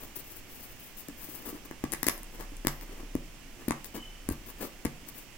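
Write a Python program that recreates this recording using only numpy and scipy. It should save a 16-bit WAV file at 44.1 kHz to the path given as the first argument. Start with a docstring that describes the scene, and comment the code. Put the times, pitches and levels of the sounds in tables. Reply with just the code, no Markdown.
"""A hollow cardboard box on a table in a small, still room; a stereo pair close by, hands to the left.
First, fingertips hiss over the packing tape. From about 1 s a nail catches its edge again and again
and slips off: the tape snaps and the lid knocks, with short rasping strokes and soft taps in between.
From 1.8 s the box sways under the pressing hands. Near 4 s a thin whistle swells and fades in the
background; just after it the tipped box drops back on the table, and a few last picks follow."""
import sys
import numpy as np
from scipy import signal
from scipy.fft import rfft, irfft
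from scipy.io import wavfile

SR = 44100
rng = np.random.default_rng(int(sys.argv[2]) if len(sys.argv) > 2 else 0)


def transcribe(signal):
    """Save signal, clipped to [-1, 1], as a 16-bit WAV file at the path in sys.argv[1]."""
    frames = np.atleast_2d(signal).T
    limited = np.clip(frames, -1, 1)
    pcm = np.round(limited * 32767).astype(np.int16)
    wavfile.write(sys.argv[1], SR, pcm)


N = 237166
TIME = np.arange(N) / SR

# modes of the cardboard lid: (frequency [Hz], level [dB], t60 [s])
LID_MODES = [(149.6, -20.5, 0.34), (196, -14.5, 0.078), (247, -10, 0.14), (300.4, 3.5, 0.047),
             (316, -25, 0.17), (450, -25, 0.015), (458, -15, 0.071), (566, -13.5, 0.058),
             (840, -10.5, 0.023), (1060, -22, 0.068), (1677, -0.5, 0.049)]
# the nail slips off the tape edge: (time [s], film tick [relative dB], liner crack [dB],
# lid knock [relative dB], crackle decay [s], ring of the loose flap [Hz])
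NAIL_PICKS = [(1.0854, -33, -45, -45, .0008, 13200), (1.712, -41, -37, -30, 0.0015, 14800),
              (1.8397, -35, -30, -18, 0.0032, 14400), (1.9206, -23.5, -38, -43, 0.0016, 9700),
              (1.9275, -25.5, -33, -36, 0.0024, 11000), (1.934, -28, -35.5, -48, 0.00063, 12000),
              (1.9365, -21.5, -26, -27, .0009, 11400), (2.0308, -16.5, -22.5, -28, 0.0016, 14000),
              (2.0675, -17, -25.5, -30, 0.0036, 14700), (2.0827, -23, -25, -45, .0006, 11600),
              (2.0856, -9.5, -17.5, -23.5, 0.00062, 12800), (2.1788, -36.5, -47, -54, .0003, 9300),
              (2.2324, -34.5, -43, -58, 0.00074, 12900), (2.5687, -39.5, -65, -67, .0009, 10100),
              (2.6497, -35.5, -35, -27, 0.00096, 14800), (2.6707, -12.5, -17.5, -20, 0.00086, 13800),
              (2.8116, -37.5, -39.5, -59, .0008, 15000), (3.153, -32, -39, -17, 0.00092, 14500),
              (3.6821, -32, -34, -16.5, 0.0037, 14300), (3.6855, -25, -34, -48, .0005, 13600),
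              (3.7086, -26, -18.5, -18.5, 0.0013, 9400), (3.8451, -32, -42.5, -56, 0.0014, 9500),
              (4.2895, -22, -28.5, -14, 0.00053, 11100), (4.324, -34, -50, -58, .0012, 15000),
              (4.851, -25.5, -30, -26, .0012, 11900), (4.8553, -31.5, -28, -13, .0018, 10500),
              (5.088, -33.5, -49, -57, .0019, 14100)]
CONTACT_S = 0.0004  # how long a middling knock pushes on the lid


def gain_of(db):
    """Decibels to amplitude."""
    return 10 ** (np.asarray(db) / 20)


def unit_rms(x):
    """Scales to rms 1."""
    return x / np.sqrt(np.mean(x ** 2) + 1e-20)


def curve_at(points, hz):
    """Reads a table on a log-frequency axis."""
    f, value = np.transpose(points)
    return np.interp(np.log(hz + 1), np.log(f + 1), value)


def add(mix, start_s, sound):
    """Mixes a sound in at its start time."""
    part = mix[max(round(start_s * SR), 0):][:len(sound)]
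    part += sound[:len(part)]


def colour(x, spectrum, size=2048):
    """Passes a sound through the causal filter that has a given spectrum."""
    log_gain = np.log(gain_of(curve_at(spectrum, abs(np.fft.fftfreq(size, 1 / SR)))))
    response = np.fft.ifft(np.exp(np.conj(signal.hilbert(log_gain)))).real[:size // 2]
    return signal.oaconvolve(x, response)[:len(x)]


def narrow_noise(hz, width_hz):
    """Noise in one narrow resonance, rms 1."""
    f = np.fft.rfftfreq(N, 1 / SR)
    return unit_rms(irfft(rfft(rng.standard_normal(N)) / (1 + ((f - hz) / width_hz) ** 2), N))


def wavering_tone(hz, width_hz):
    """A tone of even strength whose pitch wanders, rms 1."""
    phase = np.angle(signal.hilbert(narrow_noise(hz, width_hz)))
    return unit_rms(np.cos(phase))


def room_tone(level_db=-50.5):
    """Steady noise of the still room, alike at both microphones in the bass and unrelated in the treble."""
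    spectrum = [(20, -3), (32, -2), (50, -14), (90, -13.5), (190, -16), (290, -14), (420, -21), (900, -24),
                (1300, -26.5), (2000, -24), (2900, -23), (3900, -31), (5500, -28), (9800, -33.5),
                (15000, -36.5)]  # noise floor: (frequency [Hz], relative density [dB])
    likeness = [(60, 0.77), (300, 0.73), (700, 0.59), (1400, 0.61), (3100, 0.27), (7000, 0)]  # likeness of left and right: (frequency [Hz], correlation [0-1])
    balance = [(60, -2), (400, -2.5), (1300, -3.5), (2400, -9), (4400, -4), (8000, -8), (15000, 11)]  # lean to one side: (frequency [Hz], left minus right [dB])
    hz = np.fft.rfftfreq(N, 1 / SR)
    common, separate = rfft(rng.standard_normal((2, N)))
    same, tilt_db = curve_at(likeness, hz), curve_at(balance, hz)
    left = common * gain_of(tilt_db / 2)
    right = (same * common + np.sqrt(1 - same ** 2) * separate) * gain_of(-tilt_db / 2)
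    noise = irfft(np.array([left, right]) * gain_of(curve_at(spectrum, hz)), N)
    return gain_of(level_db) * noise / np.std(noise.mean(0))


def whistle(hz=3010, peak_s=4.025, gain_db=-50.5, rise_db_per_s=220, fall_db_per_s=97, flutter_hz=40):
    """A thin fluttering tone swells and fades in the background, blurred by the room."""
    age = TIME - peak_s
    swell = gain_of(gain_db + np.minimum(rise_db_per_s * age, -fall_db_per_s * age))
    blur = gain_of(-6) * np.array([narrow_noise(hz, width_hz=78) for _ in range(2)])
    flutter = 1 + 0.93 * np.sin(2 * np.pi * flutter_hz * TIME)
    return swell * (wavering_tone(hz, width_hz=18) * flutter + blur)


def box_sway(hz=30.05, wander_db=-10):
    """The box rocks at its lowest resonance, more and then less through each press of the hands."""
    presses = [(1.802, 3.71, -44), (3.75, 4.7, -49)]  # the hands lean in and ease off: (start [s], end [s], sway [dB])
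    lean = sum(gain_of(db) * np.sin(np.pi * np.clip((TIME - start) / (end - start), 0, 1))
               for start, end, db in presses)
    rocking = wavering_tone(hz, width_hz=1.68)
    wander = gain_of(wander_db) * narrow_noise(hz=22.6, width_hz=5.8)
    return lean * (rocking + wander)


def box_ring(modes, hold=1, pitch=1, scatter_db=3.5, detune=0.027):
    """Dying modes; a finger lands on a new spot each time, and its pressure damps and tunes them."""
    t = np.arange(SR // 4) / SR
    spot = rng.standard_normal((len(modes), 2))
    return sum(gain_of(db + scatter_db * louder - 60 * t / (t60 * hold))
               * np.cos(2 * np.pi * hz * (pitch + detune * sharper) * t)
               for (hz, db, t60), (louder, sharper) in zip(modes, spot))


def friction_slips(per_s, spread_db):
    """Friction as tiny slips at random moments, rms 1."""
    size = gain_of(spread_db * np.minimum(rng.exponential(1, N), 4))
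    return unit_rms(size * rng.choice([-1, 1], N) * (rng.random(N) < per_s / SR))


def rubbing(uneven_db=3.5, glide_db=-56, glide_end_s=1.4, lid_db=-8):
    """Each stroke speeds up and slows; skin slips finely, the nail coarsely enough to sound the lid."""
    strokes = [(0, 0.09, -42, -50.5), (0.15, 0.223, -38, -54.5), (0.238, 0.406, -38.5, -55.5),
               (0.49, 0.754, -41.5, -59), (0.78, 0.92, -41, -68), (0.968, 1.04, -40, -66),
               (1.16, 1.464, -38.5, -53), (1.385, 1.47, -51.5, -47), (1.453, 1.525, -36, -44.5),
               (1.532, 1.586, -46, -42), (1.649, 1.668, -43, -49.5), (2.322, 2.362, -48, -48),
               (2.372, 2.462, -50, -43.5), (2.81, 2.843, -41, -48), (2.86, 3.043, -67, -50.5),
               (3.576, 3.68, -69, -55), (3.84, 3.876, -40, -54), (3.94, 4.004, -48, -45),
               (4.302, 4.334, -39.5, -41.5), (4.459, 4.513, -37, -46), (4.58, 4.68, -38, -42),
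               (5.062, 5.102, -36, -48), (5.139, 5.243, -39.5, -57.5)]  # strokes over the lid: (start [s], end [s], skin hiss [dB], nail rasp [dB])
    skin_spectrum = [(300, -32), (2000, -20), (5000, -15), (9000, -11), (11500, -7), (13000, -4),
                     (14300, 0), (16000, 1)]  # skin on plastic film: (frequency [Hz], level [dB])
    nail_spectrum = [(60, -5), (170, -9), (280, 2), (450, -2.5), (750, -9), (1100, -5.5), (1900, -19.5),
                     (3500, -23), (7000, -19), (11000, -20.5), (16000, -17)]  # a nail dragging on the lid: (frequency [Hz], level [dB])
    # at first the fingertips never leave the tape
    slide = gain_of(glide_db) * np.clip((glide_end_s - TIME) * 10, 0, 1)
    drag = np.zeros(N)
    for start, end, skin_db, nail_db in strokes:
        fastest = start + 0.25 * (end - start)
        speed = np.sqrt(np.interp(TIME, [start, fastest, end], [0, 1, 0]))
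        slide = np.hypot(slide, gain_of(skin_db) * speed)
        drag = np.hypot(drag, gain_of(nail_db) * speed)
    pressure = gain_of(uneven_db * narrow_noise(hz=8, width_hz=25))
    hiss = unit_rms(colour(friction_slips(per_s=6900, spread_db=2.0), skin_spectrum))
    nail_slips = friction_slips(per_s=1100, spread_db=0)
    rasp = unit_rms(colour(nail_slips, nail_spectrum))
    lid = gain_of(lid_db) * unit_rms(signal.oaconvolve(nail_slips, box_ring(LID_MODES))[:N])
    return pressure * (slide * hiss + drag * (rasp + lid))


def lid_blows(middling_db=-24, doubling_db=7.5, shortest_s=0.00026, tap_contact_s=0.00068, thud_db=-18.5):
    """Every push on the lid: (time [s], knock [relative dB], contact [s], thud [relative dB], hold)."""
    taps = [(1.087, -35.5), (1.234, -42), (1.288, -37.5), (1.529, -34), (2.52, -39), (3.032, -38.5),
            (3.982, -32.5)]  # a fingertip lands softly: (time [s], knock [relative dB])
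    damped, free = 0.74, 1.7  # hold, a factor on ring time: a pick leaves the finger on, a tap does not
    blows = []
    for at, _, _, db, *_ in NAIL_PICKS:
        contact = CONTACT_S * 2 ** ((db - middling_db) / doubling_db)  # a heavier knock pushes longer
        blows.append((at, db, max(contact, shortest_s), db + thud_db, damped))
    blows += [(at, db, tap_contact_s, db + thud_db, free) for at, db in taps]
    box_drop = (4.3103, -31, CONTACT_S, -27.5, damped)  # tipped by a pick, it falls back on the table
    return blows + [box_drop]


def knocks(knock_trim_db=-1.5, thud_trim_db=-2, lead_s=0.001, sag_per_doubling=0.028):
    """A short smooth push rings the lid, and a slower one jolts the whole box."""
    body_modes = [(54, -1, .1), (76, 0, .09), (96, -4, .07)]  # the whole box on the table: (frequency [Hz], level [dB], t60 [s])
    out, t = np.zeros(N), np.arange(SR // 200) / SR
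    jolt = np.hanning(len(t))
    for at, knock_db, contact, thud_db, hold in lid_blows():
        push = np.exp(-abs(t - lead_s) / (contact / 2))
        pitch = 1 - sag_per_doubling * np.log2(contact / CONTACT_S)  # a longer push loads the lid
        knock = np.convolve(box_ring(LID_MODES, hold, pitch), push / push.sum())
        thud = np.convolve(box_ring(body_modes), jolt / jolt.sum())
        add(out, at - lead_s, gain_of(knock_db + knock_trim_db) * knock)
        add(out, at - lead_s, gain_of(thud_db + thud_trim_db) * thud)
    return out


def tape_snaps(tick_trim_db=1, film_crackle=0.15, liner_crackle=0.12, flap_db=4, flap_width_hz=3000):
    """One sharp release and a dying crackle of glue sound in the film, its loose flap and the liner."""
    film_spectrum = [(500, -36), (2500, -11.5), (4200, -3.5), (6500, 0), (8500, -1), (11000, -0.5),
                     (13000, -4.5), (15500, -2)]  # a snap in the tape film: (frequency [Hz], level [dB])
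    liner_spectrum = [(200, -10), (600, -8.5), (1100, -0.5), (1400, -7.5), (1850, -1), (2500, -8),
                      (3400, -15), (7000, -13), (16000, -51)]  # a snap in the paper liner under it: (frequency [Hz], level [dB])
    out, t = np.zeros(N), np.arange(1024) / SR
    release = t == 0
    attack = int(0.0015 * SR)  # the first 1.5 ms set a snap's level
    for at, tick_db, crack_db, _, decay, flap_hz in NAIL_PICKS:
        glue = rng.standard_normal((2, len(t))) * np.exp(-t / decay)
        tick = colour(release + film_crackle * glue[0], film_spectrum)
        flap = signal.iirpeak(flap_hz, flap_hz / flap_width_hz, SR)
        tick += gain_of(flap_db) * signal.lfilter(*flap, tick)
        crack = colour(release + liner_crackle * glue[1], liner_spectrum)
        for part, db in ((tick, tick_db + tick_trim_db), (crack, crack_db)):
            add(out, at, gain_of(db) * part / np.sqrt(np.mean(part[:attack] ** 2)))
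    return out


def small_room(x, wall_s=0.0115, spread_s=0.002, wall_hz=900, near_db=-9, right_db=-1, mono_hz=600):
    """Weak scatter from nearby, a bright cluster of echoes from the walls, then a short tail."""
    decay_times = [(100, 1.06), (300, 0.38), (1400, 0.2955), (4000, 0.28), (10000, 0.17), (16000, 0.53)]  # the room's decay: (frequency [Hz], t60 [s])
    echo_spectrum = [(60, -16.5), (300, -13.5), (700, -4), (1800, -3.5), (4500, -3), (9000, -7),
                     (16000, -16)]  # colour of its echoes: (frequency [Hz], relative level [dB])
    t = np.arange(SR // 2) / SR
    echoes = rng.choice([-1, 1], (2, len(t))) * (rng.random((2, len(t))) < 0.25)
    echoes = echoes * np.where(t < wall_s - spread_s, gain_of(near_db), 1) * (t > 0.002)
    hz, age, bands = signal.stft(echoes, SR, nperseg=128)
    cluster = np.exp(-((age - wall_s) / spread_s) ** 2)  # the nearest walls answer together
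    bands *= 1 + gain_of(11) / 2 * cluster * (hz / (hz + wall_hz))[:, None]
    same = 1 / (1 + (hz[:, None] / mono_hz) ** 2)  # long waves reach both microphones alike
    bands[1] = same * bands[0] + np.sqrt(1 - same ** 2) * bands[1]
    bands *= gain_of(-60 * age / curve_at(decay_times, hz)[:, None])
    tails = signal.istft(bands, SR, nperseg=128)[1]
    source = colour(x, echo_spectrum)
    wet = [signal.fftconvolve(source, tail / np.linalg.norm(tail))[:N] for tail in tails]
    return np.array(wet) * gain_of([[0], [right_db]])


def scene(reverb_db=-0.63, right_lag_samples=2):
    """The hand works nearer the left microphone; the right one hears it later and duller."""
    off_axis = [(100, -0.5), (300, -2.5), (700, -4), (1200, -12.5), (2500, -12), (5000, -8.5),
                (9000, -16.5), (16000, -43)]  # the right microphone faces away: (frequency [Hz], level [dB])
    hand = tape_snaps() + knocks() + rubbing()
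    direct = np.array([hand, np.roll(colour(hand, off_axis), right_lag_samples)])
    return direct + gain_of(reverb_db) * small_room(hand) + box_sway() + whistle() + room_tone()


def record(dry):
    """Both channels are limited to full scale, then low-passed near 16 kHz."""
    low_pass = signal.firwin(511, 15950, window=("kaiser", 9), fs=SR)
    return signal.oaconvolve(np.clip(dry, -1, 1), low_pass[None], "same", axes=1)


dry = scene()
out = record(dry)
transcribe(out)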